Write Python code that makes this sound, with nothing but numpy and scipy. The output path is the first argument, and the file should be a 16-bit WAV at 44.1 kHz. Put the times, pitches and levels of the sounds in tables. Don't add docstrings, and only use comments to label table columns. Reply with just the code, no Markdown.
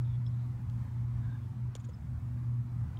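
import sys
import numpy as np
from scipy import signal
from scipy.io import wavfile
from scipy.ndimage import uniform_filter1d

SR = 44100
rng = np.random.default_rng(int(sys.argv[2]) if len(sys.argv) > 2 else 0)


def master(y):
    cut = np.clip(np.atleast_2d(y).T, -1, 1)
    pcm = np.round(cut * 32767)
    wavfile.write(sys.argv[1], SR, pcm.astype(np.int16))


def gain_from_db(level_db):
    decades = np.asarray(level_db, float) / 20
    return 10 ** decades


N = 131859

# start t/s, shell level/dB, spread of contacts t/s, hollow level/dB
KNOCKS = [(1.752, -55, 0.0017, -37), (1.7528, -60, .017, -58), (1.791, -70, 0.025, -58),
          (1.839, -66.5, 0.021, -58), (1.885, -70.5, 0.02, -41.5)]
# f/Hz, relative level/dB, t60 t/s
SHELL_MODES = [(1500, -2.5, 0.0044), (2232, -3.5, 0.0061), (3310, 2, 0.0039), (3700, -4.5, 0.0076),
               (4540, -8, 0.0054), (5130, -6, 0.0041), (5720, -0.5, 0.0021), (6520, -1, .006),
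               (7000, -0.5, 0.013), (7500, -16, 0.0058), (7600, -13, 0.0038), (8830, -6.5, 0.0018),
               (12000, -12, 0.0031), (14600, -12.5, .002)]
# start t/s, level/dB, pitch f/Hz, t60 t/s, snap relative to the ring level/dB
TICKS = [(0.2644, -50.5, 3370, .022, -5), (0.6982, -44, 3370, 0.0047, -2), (2.9715, -47, 3200, 0.013, -16)]
# start t/s, level/dB, top pitch f/Hz, length t/s
CHIRPS = [(0.258, -62.5, 5340, .031), (1.93, -65.5, 5275, .026)]
# start t/s, length t/s, level/dB, start f/Hz, end f/Hz, width of each resonance f/Hz
RASPS = [(0.039, 0.058, -73.5, 3540, 3500, 500), (0.092, 0.078, -72.5, 3570, 3370, 360),
         (0.286, 0.18, -80.5, 3560, 3980, 900), (1.211, 0.15, -66.5, 1615, 1574, 151),
         (1.34, .035, -60, 1610, 1620, 89), (1.21, 0.078, -79.5, 3630, 3550, 300),
         (1.291, 0.12, -77.5, 3700, 3550, 200), (1.413, .04, -78, 3400, 3350, 200)]
# t/s, pitch f/Hz, fundamental level/dB, octave level/dB, third partial level/dB
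HUM = [(0.0, 120.3, -31.5, -64, -77), (0.48, 120.8, -34.5, -60.5, -75), (0.65, 119.7, -44, -59, -73),
       (0.77, 119.2, -32, -54.5, -71.5), (0.87, 119.2, -43, -60, -82), (0.94, 119.2, -35.5, -60.5, -69.5),
       (1.38, 119.4, -34.5, -56.5, -74), (1.4, 119.4, -40.5, -56, -72), (1.66, 121.3, -37, -70.5, -76),
       (1.84, 119.5, -55, -60.5, -75), (1.85, 119.4, -40, -67, -65), (1.97, 116.4, -47.5, -74, -78),
       (2.06, 117, -43, -62, -87), (2.11, 120.9, -38, -54, -81), (2.18, 122.2, -45, -61, -77),
       (2.2, 121.4, -48, -54.5, -72), (2.25, 120.7, -35.5, -57.5, -78), (2.59, 120.1, -31, -54, -75.5),
       (2.7, 120.9, -44, -59.5, -68), (2.85, 116.7, -34.5, -56.5, -78), (2.86, 115.1, -60, -68, -79),
       (2.99, 115.1, -35.5, -69, -68)]
# f/Hz, relative density level/dB
AIR_SPECTRUM = [(20, -23), (40, -29.5), (70, 2), (105, 3.5), (150, -7.5), (210, -10), (300, -22.5),
                (420, -35), (650, -33.5), (1000, -30), (1600, -38), (2200, -42.5), (2800, -48), (4500, -52),
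                (6500, -53.5), (9500, -55.5), (10500, -59.5), (12000, -57), (14800, -60), (15500, -57.5)]
# t/s, change of the middle level/dB, change of the treble level/dB
ROAR_DRIFT = [(0, -0.5, 2.5), (.3, 0, 0.5), (.6, -1, -0.5), (.9, 0, 1), (1.2, 1.5, 2), (1.5, 0, 1),
              (1.801, 1, 1.5), (2.1, -0.5, 0), (2.4, -1, 0), (2.7, -0.5, 0), (3, 2, 1)]

CONTACTS_PER_S, SOFT_HZ = 11000, 13000
SPOT_DB = 6
GRIT_DB = 0
HOLLOW_HZ, HOLLOW_T60_S, THUD_STRETCH = 500, 0.014, 1.6
PUSH_LAG_S = 0.0022
CRACK_AT_S, CRACK_S, CRACK_HZ, CRACK_DB = 1.7519, 0.0022, (2300, 9200), -46.5
TICK_RISE_S, TICK_UPPER, TICK_UPPER_DB = 0.001, 1.14, -3.5
SNAP_HZ, SNAP_T60_S = (1800, 7000), 0.0067
CHIRP_ARCH_HZ, CHIRP_TOP_AT = 400, 0.45
CHIRP_FLUTTER_DB, CHIRP_FLUTTER_HZ = 2.2, 300
RASP_EDGE_S = 0.012
HUM_WAVER_DB, HUM_WAVER_HZ = 1, 7.6
AIR_DB, PATCHY_DB, SWELL_DB, SWELL_HZ = -41.5, 2, 0.87, 3
MIDDLE_HZ, TREBLE_HZ = 900, 3200


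def evened(x):
    return x / np.sqrt(np.mean(x ** 2) + 1e-20)


def add(mix, s, sound):
    part = mix[round(s * SR):][:len(sound)]
    part += sound[:len(part)]


def slow(top_hz, t):
    wander = 0
    for f in np.geomspace(top_hz / 10, top_hz, 20):
        wander = wander + np.sin(2 * np.pi * (f * t + rng.random())) / np.sqrt(f)
    return evened(wander)


def resonate(x, hz, width):
    turn = np.exp(2j * np.pi * np.cumsum(hz) / SR)
    r = np.exp(-np.pi * width / SR)
    return 2 * (turn * signal.lfilter([1 - r], [1, -r], x / turn)).real


def ring(hz, t60):
    t = np.arange(2048) / SR
    return gain_from_db(-60 * t / t60) * np.sin(2 * np.pi * hz * t)


def knock(s, db, spread, hollow_db):
    t, draws = np.arange(2048) / SR, rng.random((2048, 3))
    happens = draws[:, 0] < CONTACTS_PER_S / SR
    strength = 2 * draws[:, 1] - 1
    swell = np.sin(np.pi * np.minimum(t / spread, 1) ** 0.75)
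    contacts = signal.lfilter(*signal.butter(2, SOFT_HZ, fs=SR), happens * strength * swell)

    modes = 0
    for k, (hz, level, t60) in enumerate(SHELL_MODES):
        modes = modes + (-1) ** k * gain_from_db(level + SPOT_DB * draws[k, 2]) * ring(hz, t60)
    sound = np.convolve(contacts, modes)
    add(sound, 0, gain_from_db(GRIT_DB) * np.diff(contacts))
    sound *= gain_from_db(db) / np.sqrt(np.sum(sound ** 2) / (SR * (spread + 0.002)) + 1e-20)

    hollow = ring(HOLLOW_HZ, HOLLOW_T60_S + THUD_STRETCH * spread)
    push = np.minimum(t / (0.3 * spread), 1)
    add(sound, PUSH_LAG_S, gain_from_db(hollow_db) * hollow * push)
    return s, sound


def crack():
    t = np.arange(0, CRACK_S, 1 / SR)
    grit = signal.lfilter(*signal.butter(4, CRACK_HZ, "band", fs=SR), rng.standard_normal(len(t)))
    burst = grit * np.sin(np.pi * np.sqrt(t / CRACK_S))
    return CRACK_AT_S, gain_from_db(CRACK_DB) * evened(burst)


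def tick(s, db, hz, t60, snap_db):
    t = np.arange(2048) / SR
    grit = signal.lfilter(*signal.butter(2, SNAP_HZ, "band", fs=SR), rng.standard_normal(len(t)))
    snap = gain_from_db(snap_db - 60 * t / SNAP_T60_S) * grit
    ringing = ring(hz, t60) + gain_from_db(TICK_UPPER_DB) * ring(TICK_UPPER * hz, t60)
    return s, gain_from_db(db) * np.minimum(t / TICK_RISE_S, 1) * (ringing + snap)


def chirp(s, db, top_hz, length):
    u = np.arange(0, length, 1 / SR) / length
    hz = top_hz - CHIRP_ARCH_HZ * ((u - CHIRP_TOP_AT) / 0.5) ** 2
    level = gain_from_db(db + CHIRP_FLUTTER_DB * slow(CHIRP_FLUTTER_HZ, u * length))
    return s, level * np.sin(np.pi * u ** 0.87) * np.sin(2 * np.pi * np.cumsum(hz) / SR)


def rasp(s, length, db, start_hz, end_hz, width):
    t = np.arange(0, length, 1 / SR)
    hz = start_hz + (end_hz - start_hz) * t / length
    noise = rng.standard_normal(SR // 2)[:len(t)]
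    voice = evened(resonate(resonate(noise, hz, width), hz, width))
    edges = np.clip(np.minimum(t, length - t) / RASP_EDGE_S, 0, 1)
    return s, gain_from_db(db) * edges * voice


def hum():
    t, (s, hz, db, octave_db, third_db) = np.arange(N) / SR, np.transpose(HUM)
    turn = 2 * np.pi * (np.cumsum(np.interp(t, s, hz)) / SR + rng.random())
    waver_db = HUM_WAVER_DB * slow(HUM_WAVER_HZ, t)
    low = gain_from_db(np.interp(t, s, db) + waver_db) * np.sin(turn)
    octave = gain_from_db(np.interp(t, s, octave_db)) * np.sin(2 * turn)
    third = gain_from_db(np.interp(t, s, third_db)) * np.sin(3 * turn)
    return np.sqrt(2) * (low + octave + third)


def air():
    frames, hz = N // 512 + 5, np.fft.rfftfreq(2048, 1 / SR)
    t = np.arange(frames) * 512 / SR
    real, imag, patches = rng.standard_normal((frames, len(hz), 3)).T
    patches = uniform_filter1d(patches, size=4, axis=0)
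    patches = evened(uniform_filter1d(patches, size=8, axis=1))

    f, level = np.transpose(AIR_SPECTRUM)
    shape = np.interp(np.log(hz + 1), np.log(f + 1), level)[:, None]
    s, middle_db, treble_db = np.transpose(ROAR_DRIFT)
    for centre_hz, db in ((MIDDLE_HZ, middle_db), (TREBLE_HZ, treble_db)):
        octaves = np.log2((hz[:, None] + 1) / centre_hz)
        shape = shape + np.exp(-octaves ** 2) * np.interp(t, s, db)

    swell_db = SWELL_DB * slow(SWELL_HZ, t)
    spectra = (real + 1j * imag) * gain_from_db(shape + PATCHY_DB * patches + swell_db)
    roar = signal.istft(spectra, nperseg=2048, noverlap=1536)[1][:N]
    return gain_from_db(AIR_DB) * evened(roar)


def scene():
    mix = air() + hum()
    for source, rows in ((knock, KNOCKS), (tick, TICKS), (chirp, CHIRPS), (rasp, RASPS)):
        for row in rows:
            add(mix, *source(*row))
    add(mix, *crack())
    return mix[None]


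def top_cut(x):
    return signal.sosfilt(signal.butter(12, 15760, fs=SR, output="sos"), x)


def record(dry):
    return top_cut(dry)


dry = scene()
out = record(dry)
master(out)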